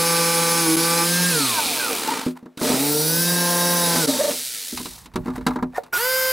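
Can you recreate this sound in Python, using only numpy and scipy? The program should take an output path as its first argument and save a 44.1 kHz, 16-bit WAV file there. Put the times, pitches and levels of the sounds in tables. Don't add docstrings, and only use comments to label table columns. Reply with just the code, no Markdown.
import sys
import numpy as np
from scipy import signal
from scipy.fft import rfft, irfft
from scipy.io import wavfile

SR = 44100
rng = np.random.default_rng(int(sys.argv[2]) if len(sys.argv) > 2 else 0)


def waveform_to_disk(signal):
    frames = np.transpose(np.atleast_2d(signal))
    scaled = np.clip(frames, -1, 1) * 32767
    samples = np.round(scaled).astype(np.int16)
    wavfile.write(sys.argv[1], SR, samples)


N = 278712
T = np.arange(N) / SR
HZ = np.fft.rfftfreq(N, 1 / SR)
EDGE_HZ = 15850
ROTOR_TURNS = 6.2


def amp(db):
    return 10 ** (np.asarray(db) / 20)


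def unit(x):
    return x / np.sqrt(np.mean(x ** 2) + 1e-20)


def read(points, hz):
    f, value = np.transpose(points)
    return np.interp(np.log(hz + 0.0015), np.log(f), value)


def curve(rows):
    return np.interp(T, *np.transpose(rows))


def bumps(rows):
    return sum(db * np.exp(-((T - s) / width) ** 2) for s, width, db in rows)


def resonances(modes, at=HZ):
    return sum(db / (1 + (2 * (at - hz) / width) ** 2) for hz, width, db in modes)


def band(hz, lo_hz, hi_hz):
    return 1 / np.sqrt((1 + (lo_hz / (hz + 1)) ** 12) * (1 + (hz / hi_hz) ** 12))


def shaped(x, gain):
    return irfft(rfft(x) * gain, N)


def noise(gain):
    return unit(shaped(rng.standard_normal(N), gain))


def wander(hz):
    return noise(np.exp(-(HZ / hz) ** 2))


def add(mix, s, sound):
    part = mix[max(round(s * SR), 0):][:len(sound)]
    part += sound[:len(part)]


# pulled_s, let_go_s, spin_up_s, bite_s, stall_hz (strokes per second)
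TRIGGER_1 = (-.5, 1.3, .055, .08, 16)
# time_s, stroke_hz
SPEED_1 = [(0, 168), (.6, 167.7), (.67, 162.5), (.73, 160.7), (0.799, 165.5), (0.902, 168.3), (1.05, 169.4),
           (1.17, 173.5), (1.28, 175.6)]
# time_s, push_db
PUSH_1 = [(0.0, -27), (0.52, -27), (0.774, -28.5), (1.016, -26), (1.146, -36), (1.3, -35)]
# thump_db, octave_db, twelfth_db,
# linkage_db, whine_db, rattle_db, rasp_db, spray_db
LEVELS_1 = (-27, -38.5, -26.5, -21.5, -32.5, -29.5, -23, -23.5)
BUZZ_1 = [-13.5, -1, -7, 1.5, -9, -8, -18.5, -10.5, -12.5, -8, -3.5, -7.5]
# pitch_hz, width_hz, level_db
BLADE_1 = [(2450, 180, 4.5), (4180, 1800, 5), (5150, 190, 5.5), (6370, 800, 5.5), (10450, 480, 3)]
# pitch_hz, density_db (per Hz)
COLOUR_1 = [(200, -7.5), (330, -3.5), (500, -8.5), (650, -8), (1200, -5), (1900, -10), (4300, -2.5),
            (6500, -8), (10500, -8.5), (12000, -11.5), (15800, -12.5)]


def first_cut():
    return jigsaw(TRIGGER_1, SPEED_1, PUSH_1, LEVELS_1, BUZZ_1, BLADE_1, COLOUR_1,
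                  flutter=0.58, locked=0.53, tone_db=-2.0, noise_db=-2.0)


# pulled_s, let_go_s, spin_up_s, bite_s, stall_hz (strokes per second)
TRIGGER_2 = (2.557, 4.0, .058, .08, 13)
# time_s, stroke_hz
SPEED_2 = [(2.78, 134.5), (2.834, 144), (2.994, 151.5), (3.146, 164.1), (3.23, 170.8), (3.354, 174),
           (3.75, 174.3), (4.0, 167.7)]
# time_s, push_db
PUSH_2 = [(2.85, -33), (3.17, -38.5), (3.506, -30.5), (3.998, -31), (4.06, -43)]
# thump_db, octave_db, twelfth_db, linkage_db, whine_db,
# rattle_db, rasp_db, spray_db
LEVELS_2 = (-25, -35, -30.5, -25, -33, -30, -23, -26)
BUZZ_2 = [-4.5, -3, 0, -14, -12.5, -10, -16, -11.5, -24, -16.5, -26, -26]
# pitch_hz, width_hz, level_db
BLADE_2 = [(3760, 210, 11.6), (4700, 1100, 6.5), (5760, 860, 7.7), (7730, 340, 7), (10240, 570, 10.2),
           (12100, 440, 11), (14400, 1200, 17)]
# pitch_hz, density_db (per Hz)
COLOUR_2 = [(200, -3), (270, -0.5), (400, -2), (580, 4), (780, -4.5), (1500, -8.5), (2500, -18.5),
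            (4000, -11), (7000, -14), (10500, -11.5), (15800, -16)]
THROUGH_S, PARTING_S = 4.03, 0.086
LIFT_S, LIFTING_S = 4.3, 0.16


def second_cut():
    through = np.clip((T - THROUGH_S) / PARTING_S, 0, 1)
    lifted = np.clip((T - LIFT_S) / LIFTING_S, 0, 1)
    return jigsaw(TRIGGER_2, SPEED_2, PUSH_2, LEVELS_2, BUZZ_2, BLADE_2, COLOUR_2,
                  flutter=0.52, locked=0.65, tone_db=-2.5, noise_db=-2.0,
                  through=through, lifted=lifted)


# pulled_s, let_go_s, spin_up_s, bite_s, stall_hz (strokes per second)
TRIGGER_3 = (5.922, 6.4, .038, .008, 11)
# time_s, stroke_hz
SPEED_3 = [(6.05, 520), (6.32, 519)]
# time_s, push_db
PUSH_3 = [(6, -28)]
# thump_db, octave_db, twelfth_db, linkage_db, whine_db,
# rattle_db, rasp_db, spray_db
LEVELS_3 = (-26, -37.5, -25, -29.5, -34, -27.5, -30.5, -21.5)
BUZZ_3 = [-0.5, -22, -5.5, -6, -7, -8, 0, -8.5, -12, -5, -12, -16]
# pitch_hz, width_hz, level_db
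BLADE_3 = [(4870, 250, 6.6), (5420, 190, 11.4), (6760, 280, 5.9), (9910, 240, 19), (11930, 500, 11)]
# pitch_hz, density_db (per Hz)
COLOUR_3 = [(250, -27), (500, -14.5), (700, -13.5), (1450, -5.5), (1900, -7), (5000, -3), (10500, -15.5),
            (12400, -6.5), (15800, -12)]


def third_cut():
    return jigsaw(TRIGGER_3, SPEED_3, PUSH_3, LEVELS_3, BUZZ_3, BLADE_3, COLOUR_3,
                  flutter=0.42, locked=0.28, tone_db=-1.0, noise_db=-5.0)


GEAR = [-12, -11.5, -7.5, -12.5, -18.5, 5.5, -3.5, -13, -8, -22, -46.5, -5]
# pitch_hz, width_hz, level_db
HOUSING = [(261.6, 44, 12), (461, 44, 10.5), (902, 44, 11.5), (1317, 140, 3.5), (2340, 83, 3.5),
           (7100, 180, -1.5), (9450, 240, 4)]
# time_s, half_width_s, rattle_db (added)
GRABS = [(1.12, 0.043, 1.5), (2.17, 0.12, 8), (2.69, .09, 9.5), (3.99, 0.14, 4.5)]


def jigsaw(trigger, speed, push, levels, buzz, blade, colour, flutter, locked, tone_db, noise_db,
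           through=False, lifted=False, jitter=0.001265):
    driven, strokes = motor(trigger, speed)
    gains = layer_gains(trigger, driven, strokes, push, levels, through, lifted)
    on = gains.any(0)
    thump, octave, twelfth, linkage, whine, rattle, rasp, spray = gains[:, on]
    hz = (strokes * (1 + jitter * wander(29.8)))[on]
    turns = np.cumsum(hz) / SR

    tones = linkage * partials(turns, np.arange(len(buzz)) + 4, buzz, flutter=0.2)
    for multiple, gain in ((1, thump), (2, octave), (3, twelfth)):
        tones += gain * partials(turns, [multiple], [0], flutter=0.15)
    sidebands = ROTOR_TURNS - 2 + np.arange(len(GEAR))
    gear_db = GEAR + np.interp(sidebands * hz.max(), HZ, resonances(blade))
    tones += amp(3.0) * whine * partials(turns, sidebands, gear_db, flutter=0.29)
    upper = 4 * ROTOR_TURNS
    singing = np.exp(-((upper * hz - 1440) / 220) ** 2)
    upper_lines = partials(turns, upper + np.arange(-2, 2), [-3.5, -5, 4, -10], flutter=0.77)
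    tones += amp(0.3) * rattle * singing * upper_lines

    half_strokes = (2 * turns).astype(int)
    force = amp(2.9 * rng.standard_normal(int(2 * turns[-1]) + 1))[half_strokes]
    swing = 0.5 + 0.5 * np.cos(4 * np.pi * (turns - 1 / 4))
    depth = 0.42 + 0.18 * np.exp(-hz / 60)
    bursts = unit(1 + (force * swing ** 2 - 0.35) * depth)

    at_speed = np.clip((hz - 105) / 50, 0, 1)
    share = np.clip(locked, 0, 1) * at_speed * amp(-2 * bumps(GRABS))[on]
    teeth = np.zeros(N)
    teeth[on] = tooth_rasp(turns, hz.max(), flutter)
    body = amp(read(colour, HZ) + resonances(HOUSING))
    ring = amp(resonances(blade))
    cutting = rattle * amp(-1.5) * noise(body * band(HZ, 171, 2600))[on]
    for level, lo_hz, hi_hz in ((rasp, 2000, 8750), (spray, 7800, 18500)):
        gain = body * band(HZ, lo_hz, hi_hz)
        loose = np.sqrt(1 - share) * noise(gain)[on]
        biting = np.sqrt(share) * unit(shaped(teeth, gain * ring)[on])
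        cutting += level * (loose + biting)
    out = np.zeros(N)
    out[on] = amp(tone_db) * tones + amp(noise_db) * bursts * cutting
    return shaped(out, band(HZ, 92, 20000))


COAST_S, DRAG_HZ = 0.575, 15


def motor(trigger, speed):
    pulled, let_go, spin_up, _, _ = trigger
    held = np.clip(T, pulled, let_go)
    driven = np.interp(held, *np.transpose(speed)) * (1 - np.exp(-(held - pulled) / spin_up))
    released = np.maximum(T - let_go, 0)
    coasting = (driven + DRAG_HZ) * np.exp(-released / COAST_S) - DRAG_HZ
    return np.maximum(driven, 1), np.maximum(coasting, 1)


RESPONSE = [(28.5, -0.45, -13, -5), (9, 0, -2, -17), (23.5, 1.12, 10, -2), (1, 2.5, 7, -22),
            (8.5, -0.5, -14, -5), (-1.6, -0.01, 1, -24.5), (1.3, 0, -1.5, -2), (1.5, 0, -1.3, -1)]
# pitch_hz, width_hz, level_db
SWELLS = [(276, 54, 18), (455.3, 55, 18.5), (919, 66, 13), (1600, 250, 0)]
# time_s, half_width_s, octave_db (added)
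BOUNCES = [(.72, 0.15, 15.5), (1.02, 0.045, 9.5)]
CHOKE_DB_PER_OCTAVE = 45
BOG_DB_PER_OCTAVE = 8
GRAB_RASP = 0.48
BOUNCE_DRAIN = 0.47
DYING_HZ = 20.6


def layer_gains(trigger, driven, hz, push, levels, through, lifted):
    pulled, _, _, bite, stall_hz = trigger
    octaves = np.log2(hz / hz.max())
    eased = curve(push) - curve(push).max()
    thump, octave, twelfth, linkage, whine, rattle, rasp, spray = (
        db + per_octave * octaves + per_push * eased + through_db * through + lift_db * lifted
        for db, (per_octave, per_push, through_db, lift_db) in zip(levels, RESPONSE))
    octave = octave + resonances(SWELLS, 2 * hz) + bumps(BOUNCES)
    twelfth = twelfth + resonances(SWELLS, 3 * hz) - BOUNCE_DRAIN * bumps(BOUNCES)
    sag = np.log2(hz.max() / driven)
    rasp = rasp + GRAB_RASP * bumps(GRABS) - BOG_DB_PER_OCTAVE * np.minimum(sag, 0.5)
    mesh = ROTOR_TURNS - 2 + np.argmax(GEAR)
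    whine = whine + (1 - through) * resonances(SWELLS, mesh * hz) - CHOKE_DB_PER_OCTAVE * sag
    rattle = rattle + bumps(GRABS)
    biting = np.clip((T - pulled) / bite, 0, 1) ** 2
    alive = 1 - np.exp(-np.maximum(hz - stall_hz, 0) / DYING_HZ)
    return biting * alive * amp([thump, octave, twelfth, linkage, whine, rattle, rasp, spray])


# stroke_multiple, width_multiples, level_db
TOOTH_PASSING = [(31.6, 3, 5), (62.6, 3, 6)]


def tooth_rasp(turns, top_hz, flutter):
    multiples = np.arange(16, EDGE_HZ / top_hz + 1)
    stress = sum(db * np.exp(-((multiples - k) / width) ** 2) for k, width, db in TOOTH_PASSING)
    uneven = 2.2 * rng.standard_normal(len(multiples))
    return partials(turns, multiples, stress + uneven, flutter)


def partials(turns, multiples, dbs, flutter):
    gains = amp(dbs)
    knots = np.linspace(0, len(turns), len(turns) // 900)
    total = 0
    for multiple, gain in zip(multiples, gains):
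        sway = np.interp(np.arange(len(turns)), knots, rng.standard_normal(len(knots)))
        line = np.cos(2 * np.pi * (multiple * turns + rng.random()))
        total = total + gain * (1 + flutter * sway) * line
    return total / np.sqrt(np.sum(gains ** 2) / 2)


# time_s, half_width_s, level_db
DROPOUTS = [(0.763, 0.0032, -17.5), (4.067, 0.0061, -17.5)]


def dropouts():
    return amp(bumps(DROPOUTS))


# start_s, end_s, pitch_hz, width_hz, level_db
SCREECHES = [(1.33, 2.06, 2440, 320, -34.5), (1.2, 1.85, 4030, 920, -33), (2.72, 3.3, 14500, 550, -29.5),
             (2.6, 2.95, 2360, 1000, -36)]


def screeches():
    out = np.zeros(N)
    for start, end, hz, width, db in SCREECHES:
        count = int((end - start) * SR)
        hiss = noise(1 / (1 + ((HZ - hz) / width * 2) ** 2))[:count]
        add(out, start, amp(db) * signal.windows.tukey(count, 0.5) * hiss)
    return out


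# start_s, length_s, start_hz, end_hz, level_db
HOOTS = [(2.075, 0.029, 890, 920, -20), (2.102, 0.041, 973, 906, -23), (2.716, 0.04, 401, 444, -23),
         (4.074, 0.046, 267, 258, -23), (4.079, 0.032, 530, 616, -22), (4.128, .03, 565, 600, -28),
         (4.183, 0.0485, 520, 645, -17.5), (4.233, 0.036, 542, 634, -19.5), (4.271, 0.038, 542, 661, -20),
         (5.743, 0.037, 1720, 1940, -34)]


def chatter_and_squeak():
    out = np.zeros(N)
    for s, length, start_hz, end_hz, db in HOOTS:
        count = int(length * SR)
        glide = np.linspace(start_hz, end_hz, count) * (1 + 0.036 * wander(250)[:count])
        turns = np.cumsum(glide) / SR
        hoot = partials(turns, [1, 2, 3], [0, -22, -20], flutter=0)
        add(out, s, amp(db) * signal.windows.tukey(count, 0.8) * hoot)
    return out


def start_squeal(s=5.927, length=0.055, hz=1441, db=-20, overtone_db=-17):
    t = np.arange(int(length * SR)) / SR
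    overtone = np.exp(-t / 0.11) * np.sin(2 * np.pi * hz * 4 * t)
    squeal = np.sin(2 * np.pi * hz * t) + amp(overtone_db) * overtone
    out = np.zeros(N)
    add(out, s, amp(db) * unit(squeal) * signal.windows.tukey(len(t), 0.25))
    return out


def ringing(modes, t):
    total = 0
    for hz, db, t60 in modes:
        level = amp(db + 2 * rng.standard_normal() - 60 * t / t60)
        total = total + level * np.sin(2 * np.pi * (hz * t + rng.random() / 2))
    return total


def dying(x, ring):
    hz, t, z = signal.stft(x, SR, nperseg=128)
    decay = amp(-60 * t / read(ring, hz)[:, None])
    return signal.istft(z * decay, SR, nperseg=128)[1][..., :x.shape[-1]]


# start_s, boom_db, clack_db, tick_db
KNOCKS = [(2.264, -16.5, -39, -39), (2.427, -35.5, -57, -66), (2.457, -35.5, -47.5, -59),
          (2.573, -32, -45, -36.5), (2.612, -21, -30, -36), (2.7, -21, -47, -40), (2.74, -22, -39, -40),
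          (3.956, -24.5, -31, -30), (4.307, -31, -38, -30), (4.727, -28, -55, -53),
          (4.772, -40, -34.5, -29), (4.8, -30, -41, -46), (4.855, -32, -37.5, -32.5),
          (5.057, -44, -48, -42.5), (5.137, -46, -47, -49), (5.157, -20, -27.5, -33.5),
          (5.175, -26, -65, -63), (5.257, -27, -40, -50), (5.279, -20.5, -32, -48), (5.301, -34, -38, -50),
          (5.377, -26.5, -42, -47), (5.409, -35, -41, -52), (5.465, -15, -20, -24.5),
          (5.482, -25, -28, -39), (5.505, -30, -30, -46), (5.558, -23.5, -27.5, -44.5),
          (5.586, -53, -30.5, -59), (5.625, -18, -26.5, -43), (5.834, -48, -49, -47.5)]
# pitch_hz, level_db, t60_s
PANEL = [(164.7, -9, 0.25), (219, 3.5, 0.055), (251.3, 3, .23), (300, -1.5, 0.11), (363.6, -4.5, 0.17),
         (453, -4, 0.11), (603, -13, 0.15)]
# pitch_hz, density_db (per Hz)
KNOCK_COLOUR = [(500, -3), (920, 12.5), (1300, 6.5), (2000, 0.5), (2700, -6), (3200, -11.5), (3800, -6),
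                (5500, -13), (9000, -13), (16000, -16.5)]
# pitch_hz, t60_s
KNOCK_RING = [(700, 0.11), (1500, 0.065), (4000, 0.06), (15000, 0.022)]
# start_s, level_db
SHOE_TAPS = [(5.733, -47), (5.761, -46), (5.78, -21)]
# pitch_hz, level_db, t60_s
SHOE = [(466, 2.5, 0.045), (568, 2, 0.062), (734, 11, 0.027), (921, -12, 0.069), (1430, -4, 0.048),
        (1780, -2, 0.025)]


def knocks(size=16384, count=900):
    out, t, hz = np.zeros(N), np.arange(size) / SR, np.fft.rfftfreq(size, 1 / SR)
    attack = 1 - np.exp(-t / 0.0019)
    grain = rng.standard_normal(size)
    for s, boom_db, clack_db, tick_db in KNOCKS:
        crack = rfft(grain + rng.standard_normal(size)) * amp(read(KNOCK_COLOUR, hz))
        boom = ringing(PANEL, t)
        clack = dying(irfft(crack * band(hz, 660, 1910)), KNOCK_RING)
        tick = dying(irfft(crack * band(hz, 2590, 19400)), KNOCK_RING)
        for part, db in ((boom, boom_db), (clack, clack_db), (tick, tick_db)):
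            add(out, s, amp(db) * attack * part / np.std(part[:count]))
    for s, db in SHOE_TAPS:
        contact = 0.25 * np.exp(-t / 0.003) * rng.standard_normal(size)
        clank = attack * (ringing(SHOE, t) + contact)
        add(out, s, amp(db) * clank / np.std(clank[:count]))
    return out


# time_s (at the fastest), swell_s (rise and fade), level_db
SLIDES = [(2.377, 0.015, -44), (4.95, 0.14, -52), (5.27, 0.017, -42), (5.361, .012, -33), (5.4, .16, -54),
          (5.53, .025, -42.5), (5.774, .014, -30.5), (5.86, 0.022, -49)]


def sliding():
    grains = unit(amp(3.3 * wander(160)))
    slide = noise(amp(read(KNOCK_COLOUR, HZ)) * band(HZ, 220, 15000)) * grains
    return slide * sum(amp(db) * np.exp(-abs(T - s) / swell) for s, swell, db in SLIDES)


# start_s, length_s, level_db
ROCKING = [(0, 2, -63), (1.8, .5, -64), (2.7, 1.84, -58), (4.713, 0.052, -41), (4.851, .28, -49.5),
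           (5.133, .03, -28.5), (5.274, .37, -41), (5.9, .45, -53)]
ROCK_RISE_S, ROCK_FALL_S = 0.065, 0.091


def rocking():
    colour = [(20, -25.5), (48, 2.5), (75, -7.0), (115, -5.5), (180, -4), (400, -52.0)]
    strength = 0
    for s, length, db in ROCKING:
        rise = np.clip((T - s) / ROCK_RISE_S, 0, 1)
        fall = np.exp(-np.maximum(T - s - length, 0) / ROCK_FALL_S)
        strength = strength + amp(db) * rise * fall
    return strength * noise(amp(read(colour, HZ))) * amp([[-5.], [0.]])


def stereo(dry):
    side_db = [(150, -38), (500, -45), (1100, -9.5), (1800, -18.5), (2600, -41), (5000, -40.0),
               (9000, -10.5), (15000, -15.5)]
    delay = np.exp(-2j * np.pi * HZ * 0.0011)
    side = shaped(dry, amp(read(side_db, HZ)) * delay)
    return np.array([dry + side, dry - side]) * amp([[-0.5], [0.]])


def workshop(x, size=22050):
    scattered = rng.random((2, size)) < 0.06
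    taps = rng.standard_normal((2, size)) * scattered * (np.arange(size) > 150)
    tail = dying(taps, [(200, 0.36), (1500, 0.043), (6000, 0.033), (15000, 0.27)])
    return signal.fftconvolve(x[None], tail / np.linalg.norm(tail[0]), axes=1)[:, :N]


# pitch_hz, density_db (per Hz)
FLOOR = [(20, -14.5), (60, -30), (300, 5.5), (1000, -2), (4000, -17), (16000, -26.5)]


def workshop_air():
    return amp(-61.0) * noise(amp(read(FLOOR, HZ)))


def scene():
    saw = (first_cut() + second_cut() + third_cut()) * dropouts()
    dry = saw + screeches() + chatter_and_squeak() + start_squeal() + knocks()
    room = workshop(shaped(dry, band(HZ, 340, 18000)))
    handling = sliding() + rocking()
    return stereo(dry) + handling + amp(-13.5) * room + workshop_air()


def record(dry):
    low_pass = signal.firwin(401, EDGE_HZ, window=("kaiser", 8), fs=SR)
    return signal.oaconvolve(dry, low_pass[None], "same")


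dry = scene()
out = record(dry)
waveform_to_disk(out)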